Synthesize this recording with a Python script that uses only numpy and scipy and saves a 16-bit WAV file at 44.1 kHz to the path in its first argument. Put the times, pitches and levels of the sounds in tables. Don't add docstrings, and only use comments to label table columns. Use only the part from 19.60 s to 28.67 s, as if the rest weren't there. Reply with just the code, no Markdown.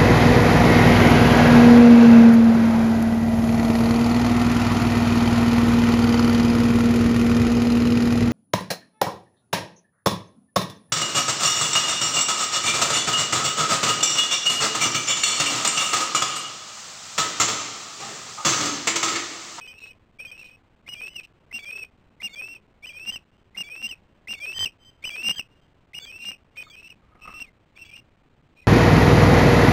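import sys
import numpy as np
from scipy import signal
from scipy.fft import rfft, irfft, next_fast_len
from scipy.io import wavfile
from scipy.ndimage import uniform_filter1d

SR = 44100
rng = np.random.default_rng(int(sys.argv[2]) if len(sys.argv) > 2 else 0)


def wrap_up_sound(samples):
    columns = np.atleast_2d(samples).T
    tamed = np.clip(columns, -1, 1)
    steps = np.round(tamed * 32767).astype(np.int16)
    wavfile.write(sys.argv[1], SR, steps)


N = 399987


def gain_of(db):
    return 10 ** (np.asarray(db) / 20)


def evened(x):
    return x / np.sqrt(np.mean(x ** 2) + 1e-20)


def read(points, hz):
    table_hz, table_db = np.transpose(points)
    return np.interp(np.log(hz + 1), np.log(table_hz), table_db)


def band(hz, centre_hz, width_hz):
    return 1 / (1 + (2 * (hz - centre_hz) / width_hz) ** 2)


def coloured(x, gain):
    size = next_fast_len(len(x))
    spectrum = rfft(x, size) * gain(np.fft.rfftfreq(size, 1 / SR))
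    return irfft(spectrum, size)[:len(x)]


def drift(length, rate_hz):
    noise = rng.standard_normal((length // SR + 1) * SR)
    return evened(coloured(noise, lambda f: np.exp(-(f / rate_hz) ** 2)))[:length]


def add(mix, start_s, sound):
    part = mix[round(start_s * SR):][:len(sound)]
    part += sound[:len(part)]


def gesture(yelp, climb, ending):
    start_s, rise_s, hold_s, catch_hz, crest_hz, yelp_db, strain_db = yelp
    climb_s, dip_hz, top_hz, easing, dip_db, top_db = climb
    squeak_s, fall_s, squeak_hz, end_hz, ending_db = ending
    # pitch_hz, gain_db
    flares = [(1950, -4.5), (2060, 0.2), (2190, -18.7), (2300, -9.0), (2400, -4.3), (2490, 2.7),
              (2560, -1.7), (2650, -2.9), (2730, -6.2), (2770, 0.9), (2815, 6.2), (2870, 1.1),
              (2950, -13.1), (3030, -6.6), (3095, 0.2), (3150, -3.5), (3200, -12.8)]
    catch_s, step_hz, step_share = 0.008, 2488, 0.75
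    arch_hz = 54.05
    break_s, settle_s, overshoot_hz = 0.00799, 0.03, 73.86
    dip_rounding, leap_s, fall_easing = 1.3, 0.00894, 1.48
    thinning_db_per_hz, recover_s = -0.04, 0.04
    attack_s, attack_db, release_s, release_db = 0.007, -15, 0.015, -11.9
    fall_db = -1.8
    flare_lag_s = 0.004

    durations_s = [rise_s, hold_s, settle_s, climb_s, squeak_s, fall_s]
    risen, broken, dipped, topped, squeaked, end = np.cumsum(durations_s)
    leapt = topped + leap_s
    t = np.arange(0, end, 1 / SR)

    def progress(a, b):
        return np.clip((t - a) / (b - a + 1e-9), 0, 1)

    foot_hz = crest_hz - arch_hz
    rise_knots_s = [min(catch_s, risen / 2), step_share * risen, risen]
    rising = np.interp(t, rise_knots_s, [catch_hz, step_hz, foot_hz])
    arching = crest_hz - arch_hz * (2 * progress(risen, broken) - 1) ** 2
    breaking = np.interp(t - broken, [0, break_s, settle_s], [foot_hz, dip_hz + overshoot_hz, dip_hz])
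    climbing = top_hz + (dip_hz - top_hz) * (1 - progress(dipped, topped) ** dip_rounding) ** easing
    leaping = top_hz + (squeak_hz - top_hz) * progress(topped, leapt)
    falling = end_hz + (leaping - end_hz) * (1 - progress(squeaked, end)) ** fall_easing
    stages = [t < risen, t < broken, t < dipped, t < topped]
    hz = np.select(stages, [rising, arching, breaking, climbing], falling)

    effort = np.interp(t, [broken, dipped, topped, leapt], [yelp_db, dip_db, top_db, ending_db])
    effort = effort + fall_db * progress(squeaked, end)
    recovery = np.exp(-np.maximum(t - leapt, 0) / recover_s)
    thinning = thinning_db_per_hz * np.maximum(leaping - top_hz, 0) * recovery
    attack = attack_db * (1 - progress(0, attack_s))
    release = release_db * progress(end - release_s, end)
    flare = uniform_filter1d(read(flares, hz), round(flare_lag_s * SR), mode="nearest")
    return start_s + t, hz, effort + thinning + attack + release + flare, strain_db


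def chirp(t, hz, db, strain_db, jitter=0.0033, slack_jitter=0.00429, jitter_hz=170, flutter_db=1.0,
          slack_flutter_db=2.0, flutter_hz=60, octave_follows=0.65, rasp_db=-27.5, slack_rasp_db=6.5,
          soft_start_db=-11):
    # pitch_hz, level_db
    overtone = [(2050, -54), (2280, -41), (2420, -49.5), (2550, -64), (2680, -54.5), (2850, -64),
                (3000, -59.5), (3200, -69)]
    usual_db = -36
    since_start_s = t - t[0]
    slack = np.clip((-27.5 - db.max()) / 8, 0, 1)

    wobble = (jitter + slack_jitter * slack) * drift(len(t), jitter_hz)
    phase = 2 * np.pi * np.cumsum(hz * (1 + wobble)) / SR
    flutter = (flutter_db + slack_flutter_db * slack) * drift(len(t), flutter_hz)
    whistle = gain_of(db + flutter) * np.sin(phase)

    octave_db = read(overtone, hz) + octave_follows * (db - usual_db) + strain_db
    octave_db = octave_db + 3.5 * drift(len(t), 41)
    octave_db = octave_db + soft_start_db * np.exp(-since_start_s / 0.035)
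    octave = gain_of(octave_db) * np.sin(2 * phase)

    rasp = gain_of(db + rasp_db + slack_rasp_db * slack) * drift(len(t), 1300) * np.sin(phase)
    fade = np.clip(np.minimum(since_start_s, t[-1] - t) / 0.0017, 0, 1)
    return t[0], np.sqrt(2) * fade * (whistle + octave + rasp)


def hoarseness():
    # start_s, end_s, hiss_db, screech_db
    hoarse = [(0.162, 0.311, -57.5, -60.5), (.76, 0.907, -55.5, -65), (1.628, 1.662, -46.5, -65),
              (6.593, 6.722, -61, -59), (7.119, 7.33, -56, -73), (7.576, 7.883, -54, -72),
              (8.138, 8.42, -55, -77), (8.94, 9.07, -71, -75.5)]
    throat_hz, throat_width_hz = 2670, 740
    screech_hz, screech_width_hz = 3930, 780
    out = np.zeros(N)
    for start_s, end_s, hiss_db, screech_db in hoarse:
        length = round((end_s - start_s) * SR)
        noise = rng.standard_normal(length)
        hiss = evened(coloured(noise, lambda f: band(f, throat_hz, throat_width_hz) ** 2))
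        screech = evened(coloured(noise, lambda f: band(f, screech_hz, screech_width_hz) ** 2))
        burst = gain_of(hiss_db) * hiss + gain_of(screech_db) * screech
        add(out, start_s, burst * signal.windows.tukey(length, 0.5))
    return out


def wings(brush_db=-2, grain_db=1.5, draft_hz=70):
    # time_s, level_db (before brush_db)
    brush = [(7.42, -82), (7.428, -64.5), (7.546, -59.5), (7.558, -57), (7.584, -67.5), (7.674, -49.5),
             (7.9, -81)]
    # time_s, level_db, decay_s
    knocks = [(7.067, -52, 0.02), (7.553, -53.5, 0.0196), (7.654, -45, 0.021), (7.677, -40, 0.023),
              (7.727, -49, 0.0092)]
    # centre_hz, width_hz, relative_db
    stick_modes = [(200, 240, -7), (720, 440, -12.5), (1120, 170, -5), (1251, 56, 10.5), (1610, 720, -15.5),
                   (2110, 320, -11.5)]
    # time_s, level_db
    downdraft = [(7.45, -67), (7.58, -60), (7.76, -54.5), (7.9, -73)]
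    t = np.arange(N) / SR

    brush_s, brush_levels_db = np.transpose(brush)
    stroke = gain_of(brush_db) * np.interp(t, brush_s, gain_of(brush_levels_db), 0, 0)
    for knock_s, knock_db, decay_s in knocks:
        stroke = stroke + gain_of(knock_db) * (t > knock_s) * np.exp(-abs(t - knock_s) / decay_s)

    def ringing(f):
        return sum(gain_of(db) * band(f, hz, width_hz) for hz, width_hz, db in stick_modes)

    scrape = rng.standard_normal(N) * gain_of(grain_db * drift(N, 70))
    sticks = evened(coloured(scrape, ringing))

    draft_s, draft_db = np.transpose(downdraft)
    puff = evened(coloured(rng.standard_normal(N), lambda f: band(f, draft_hz / 2, draft_hz)))
    return stroke * sticks + np.interp(t, draft_s, gain_of(draft_db), 0, 0) * puff


def surroundings(x, near_db=-16, near_t60_s=0.13, shore_db=-28, shore_delay_s=0.24, shore_t60_s=0.39):
    # freq_hz, gain_db
    shore_colour = [(2000, -19), (2700, -24), (2900, -16), (3100, -7), (3300, -9.5), (4500, -15.5)]
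    t = np.arange(SR) / SR
    signs = rng.choice([-1., 1.], (2, SR))
    near, far = signs * (rng.random((2, SR)) < 3000 / SR)
    near = near * gain_of(-60 * t / near_t60_s) * (t > 0.004)
    far = far * gain_of(-60 * t / shore_t60_s) * (t > shore_delay_s)
    near = near / np.linalg.norm(near)
    far = coloured(far / np.linalg.norm(far), lambda f: gain_of(read(shore_colour, f)))
    return signal.fftconvolve(x, gain_of(near_db) * near + gain_of(shore_db) * far)[:N]


def air(level_db=-58.5, swell_db=0.32):
    # freq_hz, relative_db
    air_colour = [(20, 0), (45, -0.5), (95, 1.5), (200, -4), (400, -9), (800, -14), (1500, -16.5),
                  (2600, -21.5), (3300, -27), (4000, -27), (4600, -62)]
    wash = coloured(rng.standard_normal(N), lambda f: gain_of(read(air_colour, f)))
    return gain_of(level_db + swell_db * drift(N, 4)) * evened(wash)


def scene():
    # start_s, rise_s, hold_s, catch_hz, crest_hz, level_db, strain_db (extra on the octave)
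    yelps = [(0.0, 0.019, 0.038, 2432, 2558, -41, 7), (0.586, 0.024, 0.043, 2349.0, 2560, -39.2, 3.5),
             (1.262, 0.025, 0.052, 2110.0, 2915, -36, 0), (1.91, 0.023, 0.053, 2050.0, 2782, -34.5, -3),
             (2.6, 0.031, 0.04, 2079.0, 2815, -33.5, -3.5), (3.223, 0.039, 0.028, 2260.0, 3023, -35, -2.5),
             (3.946, 0.029, 0.047, 2077.0, 2836, -35, -4), (4.67, 0.02, 0.055, 2045.0, 2801, -33, -1.5),
             (5.422, 0.034, 0.034, 2200.0, 3023, -27.5, 2.5), (6.329, 0.02, 0.041, 2054, 2867, -39.5, 6.5),
             (6.953, 0.023, 0.054, 2205.0, 2500, -38.5, 3.5),
             (7.614, 0.0032, 0.0358, 2566.0, 2650, -41.5, -7),
             (8.152, 0.034, 0.057, 2197, 2710, -42.5, -3.5), (8.962, 0.022, 0.049, 2400.0, 2520, -56, -3.0)]
    # length_s, dip_hz, top_hz, easing (1 = straight), dip_db, top_db
    climbs = [(0.124, 2443.0, 2676.0, 1.65, -45, -49.5), (0.132, 2401.0, 2687.0, 1.41, -46, -43.0),
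              (0.119, 2363.0, 2638.0, 1.5, -40.5, -31.5), (0.191, 2250.0, 2625.0, 2.0, -34.5, -34.5),
              (0.236, 2155.0, 2727.0, 2.09, -34.5, -34.7), (0.183, 2359.0, 2818.0, 1.46, -42, -32.5),
              (0.216, 2285.0, 2794.0, 1.94, -38, -32.5), (0.159, 2205.0, 2660.0, 1.9, -31.5, -29.5),
              (0.197, 2325.0, 2822.0, 2.71, -33.0, -25.5), (0.29, 2245.0, 2815.0, 2.6, -43.0, -37.0),
              (0.212, 2157.0, 2653.0, 2.41, -48, -44.5), (0.142, 2628.0, 2749.0, 1.22, -46, -28),
              (0.072, 2282.0, 2494.0, 0.825, -49.5, -42.7), (0.2, 1960.0, 2000.0, 1.0, -58, -61.3)]
    # squeak_s, fall_s, squeak_hz, end_hz, level_db
    endings = [(.085, .04, 2570, 2490, -45.5), (.089, .064, 2490, 2580, -48.5),
               (.065, .066, 2960, 2460, -34), (.002, .044, 2632, 2462, -33), (.014, .025, 2729, 2427, -38),
               (.046, .036, 3066, 2540, -30), (.034, .04, 3050, 2500, -30), (.116, .032, 3101, 2470, -23),
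               (.064, .036, 3185, 2540, -24.5), (.012, .031, 2822, 2480, -41),
               (.028, .03, 2939, 2470, -38.5), (.003, .068, 2778, 2050, -43),
               (.036, .022, 2805, 2770, -39.5), (.01, .04, 2000, 2000, -61)]
    bird = hoarseness()
    for parts in zip(yelps, climbs, endings):
        add(bird, *chirp(*gesture(*parts)))
    return (bird + surroundings(bird) + wings() + air())[None]


def record(dry, seam_loss=0.68):
    camera_step, player_step = 5.5, 4
    block = 512
    edge_hz = 15850
    presence = [(300, -0.5), (1000, -0.5), (1600, -1.36), (2200, 1.5), (2700, 4.0), (3100, 7.5)]  # freq_hz, gain_db
    bright = coloured(dry[0], lambda f: gain_of(read(presence, f)))
    coarse = signal.resample_poly(bright, 2, 1)[::round(2 * camera_step)]
    index = np.arange(len(coarse))
    place = index % block
    hole = ((place >= 32) & (place < 62)) | ((place >= 64) & (place < 94))
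    seam = (place == 223) | (place == 383)
    coarse = coarse * ~hole * (1 - seam_loss * seam)
    grid = np.arange(0, N, player_step)
    played = np.interp(grid, index * camera_step, coarse)
    out = np.interp(np.arange(N), grid, played)
    lowpass = signal.firwin(511, edge_hz, window=("kaiser", 9), fs=SR)
    return signal.oaconvolve(out, lowpass, "same")[None]


dry = scene()
out = record(dry)
wrap_up_sound(out)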